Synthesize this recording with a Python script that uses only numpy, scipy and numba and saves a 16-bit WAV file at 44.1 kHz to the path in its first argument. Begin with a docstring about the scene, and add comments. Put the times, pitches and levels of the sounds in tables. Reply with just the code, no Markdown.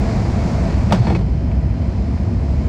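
"""Inside the wheel bay of a flying aircraft, heard at one microphone: shaped noise makes the airframe's rumble
and the slipstream's rush through the door gap, over faint whines built of wavering sines.
The gear clunks into its lock, the latch scrapes home and the doors rattle shut: taps and ticks ring the metal.
The rush falls away, baring the whines, then partly returns."""
import sys
import numpy as np
from scipy import signal
from scipy.fft import rfft, irfft
from scipy.io import wavfile
from scipy.ndimage import uniform_filter1d
from numba import njit

SR = 44100
rng = np.random.default_rng(int(sys.argv[2]) if len(sys.argv) > 2 else 0)


def unload_wav(signal):
    """Save mono or channel-first audio to the path in sys.argv[1] as 16-bit WAV at rate SR, clipped to [-1, 1]."""
    wavfile.write(
        sys.argv[1],
        SR,
        np.round(np.clip(np.atleast_2d(signal).T, -1, 1) * 32767).astype(np.int16),
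    )


N = 118188
T = np.arange(N) / SR


def undb(db):
    """Gain of a dB value."""
    return 10 ** (np.asarray(db) / 20)


def level(x, db):
    """Set the rms level in dB."""
    return x * undb(db) / np.sqrt(np.mean(x ** 2))


def shape_db(table, hz):
    """Read a spectrum in dB, interpolated on a log frequency axis."""
    table = np.array(table)
    return np.interp(np.log(np.maximum(hz, 1)), np.log(table[:, 0]), table[:, 1])


def walk(rate):
    """Random levels, each held 1 / rate seconds, then smoothed into glides; spread near 1."""
    hold = int(SR / rate)
    steps = np.repeat(rng.standard_normal(N // hold + 1), hold)
    glides = uniform_filter1d(uniform_filter1d(steps, hold), hold)
    return 0.88 * glides[:N]


def airflow(table):
    """Noise through the bay's resonances; octave bands swell together and flicker alone."""
    # Resonances of the bay. Each row: frequency in Hz, width in Hz, lift in dB.
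    bay = [(60.7, 16, 6), (196.6, 10, 1.5), (345.5, 23, 5), (440, 12.3, 7), (668, 24, 5.5), (974, 55, 3),
           (2210, 900, 6.5), (4350, 480, 3)]
    swell_db, flicker_db = -0.74, 1.0
    hz = np.arange(N // 2 + 1) * SR / N
    db = shape_db(table, hz)
    for center, width, lift in bay:
        db = db + lift / (1 + (2 * (hz - center) / width) ** 2)
    spectrum = rfft(rng.standard_normal(N)) * undb(db)
    swell = walk(0.5)
    octave = np.log2(np.maximum(hz, 16) / 16)
    out = 0
    for k in range(11):
        # overlapping triangles, one octave apart
        band = irfft(spectrum * np.clip(1 - np.abs(octave - k), 0, 1), N)
        out = out + band * undb(swell_db * swell + flicker_db * walk(13))
    return level(out, 0)


def rumble():
    """Airframe rumble: low, shaped noise at a set rms level."""
    # Spectrum of the rumble. Each row: frequency in Hz, relative density in dB per Hz.
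    rumble_curve = [(12, -64), (20, -47.5), (41, -9), (70, -2), (106, -5), (157, -10), (239, -12.5),
                    (315, -22), (343, -23.5), (416, -30), (598, -28.5), (650, -30), (1070, -41.5),
                    (2280, -52), (3870, -57.5), (4970, -54), (15600, -90)]
    return undb(-16) * airflow(rumble_curve)


def rush():
    """Slipstream through the door gap: shaped noise whose level follows the closing doors."""
    # Spectrum of the rush. Each row: frequency in Hz, relative density in dB per Hz.
    rush_curve = [(100, -7), (200, 3), (290, -10.5), (450, -14.5), (540, -12.5), (680, -10.5),
                  (1300, -24.5), (2400, -32.5), (3200, -37), (5000, -33), (7500, -40), (10000, -54.5),
                  (15700, -67.5)]
    # Level of the rush as the doors close. Each row: time in seconds, level in dB.
    gap_levels = [(0, -22), (.5, -22), (.9, -24.5), (1.05, -22.5), (1.15, -29.5), (1.21, -34.5),
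                  (1.25, -42.5), (1.6, -38.5), (2.2, -34), (2.6, -32)]
    gap = undb(np.interp(T, *np.array(gap_levels).T))
    return gap * airflow(rush_curve)


def whines():
    """Sines that each waver in level and share a slight waver in pitch."""
    # Pump whine. Each row: multiple of the pump's pitch, level in dB rms before the waver.
    pump = [(1, -61.5), (3, -64.5), (4, -69), (5, -64.5), (6, -79), (7, -69.5), (8, -81.5), (9, -80.5),
            (10, -93.5), (11, -91), (12, -99.5), (13, -98.5)]
    # Second whine. Each row: frequency in Hz, level in dB rms before the waver.
    second_whine = [(2466, -64), (4931, -78)]
    pump_hz = 1027.3
    waver_db, pitch_waver = 3.5, 0.0002  # the pitch waver is a share of the pitch
    lines = [(multiple * pump_hz, db) for multiple, db in pump]
    lines += [(hz, db) for hz, db in second_whine]
    clock = np.cumsum(1 + pitch_waver * walk(5)) / SR
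    out = np.zeros(N)
    for hz, db in lines:
        peak = np.sqrt(2) * undb(db + waver_db * walk(9))
        out += peak * np.sin(2 * np.pi * (hz * clock + rng.random()))
    return out


def ringing(tilt_db, struck_hz, size):
    """Response of the metal to one tap: decaying modes, lifted around the pitch struck most."""
    # What struts and door panels ring with. Each row: frequency in Hz, relative level in dB, t60 in seconds.
    metal = [(119, -2.5, .12), (181.9, 6, 0.13), (329.5, 0, 0.068), (489, -10, .05), (803, -20.5, 0.056),
             (934, -7.5, 0.03), (1220, -12.5, 0.033), (1520, -18, 0.019), (1836, -11.5, .022),
             (2270, -13, 0.031), (2550, -19.5, 0.038), (3490, -21.5, 0.026), (3830, -25.5, 0.016),
             (4350, -24.5, 0.034), (4600, -35, .015)]
    struck_db, struck_octaves = 12, 0.29  # lift and its reach
    hz, db, t60 = np.array(metal).T[:, :, None]
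    t = T[:size]
    db = db + tilt_db * np.log2(hz / 1000)
    db = db + struck_db * np.exp(-(np.log2(hz / struck_hz) / struck_octaves) ** 2)
    decay = np.exp(-np.log(1000) * t / t60)
    onset = 1 - np.exp(-t * hz)  # builds up over about one period
    return np.sum(undb(db) * np.sin(2 * np.pi * hz * t) * decay * onset, axis=0)


def scrape():
    """The latch scrapes home: dense stick-slip ticks of random size and sign ring the same metal."""
    # Course of the scrape. Each row: time in seconds, level in dB.
    scrape_levels = [(.95, -70), (.98, -45), (1.01, -35), (1.05, -36), (1.08, -38), (1.11, -35),
                     (1.14, -39), (1.22, -49), (1.26, -68)]
    ticks_per_s, spread_db, tilt_db = 900, 3, 3  # tilt in dB per octave
    ticks = (rng.random(N) < ticks_per_s / SR) * undb(spread_db * rng.exponential(size=N))
    ticks = ticks * rng.choice([-1, 1], N)
    rung = signal.fftconvolve(ticks, ringing(tilt_db, 4350, size=4096))[:N]
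    course_db = np.interp(T, *np.array(scrape_levels).T, left=-200, right=-200)
    return level(rung, 0) * undb(course_db)


def blows():
    """Each blow is a firm tap and a short clatter that ring the metal, with a crack that the bay draws out."""
    # Blows of gear and doors. Each row: start in seconds, ring level in dB, crack level in dB,
    # tilt of the ring in dB per octave, decay time of the clatter in seconds, pitch struck most in Hz.
    blow_list = [(.907, -20.5, -29, 1, 0.013, 695), (0.9225, -15, -8, 1.5, 0.0011, 970),
                 (0.926, -10, -11.5, -6, 0.0026, 183), (.936, -13, -24, -3.5, 0.02, 252),
                 (0.99, -13, -45, -15.5, 0.0027, 122), (1.043, -38, -37, -2, .006, 4400),
                 (1.069, -20, -25.5, 0.5, .016, 875), (1.099, -18, -25, 0.5, 0.015, 780),
                 (1.119, -19, -30, -3.5, 0.013, 330), (1.1492, -31, -22.5, 6, 0.0067, 2500),
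                 (1.161, -22, -27, -9, .003, 780), (1.189, -34, -34, -1.5, 0.0041, 1560),
                 (1.207, -31.5, -33.5, 0, 0.0096, 800), (1.5147, -33, -37, -0.5, 0.003, 2270)]
    # Spectrum of the crack. Each row: frequency in Hz, relative density in dB per Hz.
    crack_curve = [(100, -16.5), (400, 17), (1000, 6), (2500, -7.5), (5000, -9), (7000, -19.5), (8500, -21),
                   (10000, -36), (12000, -32.5), (15700, -45)]
    rise_s, rise_share = 0.00061, 0.25  # the share of the clatter's decay time adds to the rise
    tail_db, tail_s = -14.5, 0.02
    soft_dull_db = 0.26  # treble lost for each dB that a crack is weaker, nearing this many dB per octave
    size = 8192
    t, hz = T[:size], np.arange(size // 2 + 1) * SR / size
    out = np.zeros(N)
    for start, ring_db, crack_db, tilt_db, length, struck_hz in blow_list:
        noise = rng.standard_normal(size)
        rise = 1 - np.exp(-(t / (rise_s + rise_share * length)) ** 2)
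        clatter = np.exp(-t / length)

        taps = noise * rise * clatter
        taps[0] = 0.65 * np.sqrt(length * SR)  # the firm first tap
        response = ringing(tilt_db, struck_hz, size=size)
        ring = irfft(rfft(response) * rfft(taps), size)

        crack_shape = shape_db(crack_curve, hz)
        crack_shape = crack_shape + soft_dull_db * (crack_db + 13.5) * np.log2(1 + hz / 4000)
        colored = irfft(rfft(noise) * undb(crack_shape), size)
        crack = rise * (clatter + undb(tail_db) * np.exp(-t / tail_s)) * colored

        i = int(start * SR)
        opening = int(SR * (2 * length + rise_s))  # levels hold over this first stretch
        for sound, db in ((ring, ring_db), (crack, crack_db)):
            out[i:i + size] += undb(db) * sound / np.sqrt(np.mean(sound[:opening] ** 2))
    return out


def scene():
    """Rumble, rush, whines, scrape and blows at one microphone."""
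    return (rumble() + rush() + whines() + scrape() + blows())[None]


@njit
def follow(x, up, down):
    """Envelope that rises fast and falls slowly."""
    out, e = np.empty(len(x)), 0.2
    for i in range(len(x)):
        e += (abs(x[i]) - e) * (up if abs(x[i]) > e else down)
        out[i] = e
    return out


def record(dry):
    """Gain control holds the loud swells down, peaks are rounded and the top is cut."""
    limit_db, ratio = -10, 1.83
    attack_s, release_s = 0.0025, 0.057
    top_hz = 15700
    envelope = follow(dry[0], 1 / (attack_s * SR), 1 / (release_s * SR))
    held = dry * np.minimum(1, undb(limit_db) / envelope) ** (1 - 1 / ratio)
    rounded = np.tanh(held)
    top_cut = signal.ellip(12, 0.2, 70, top_hz, fs=SR, output="sos")
    return signal.sosfilt(top_cut, rounded)


dry = scene()
out = record(dry)
unload_wav(out)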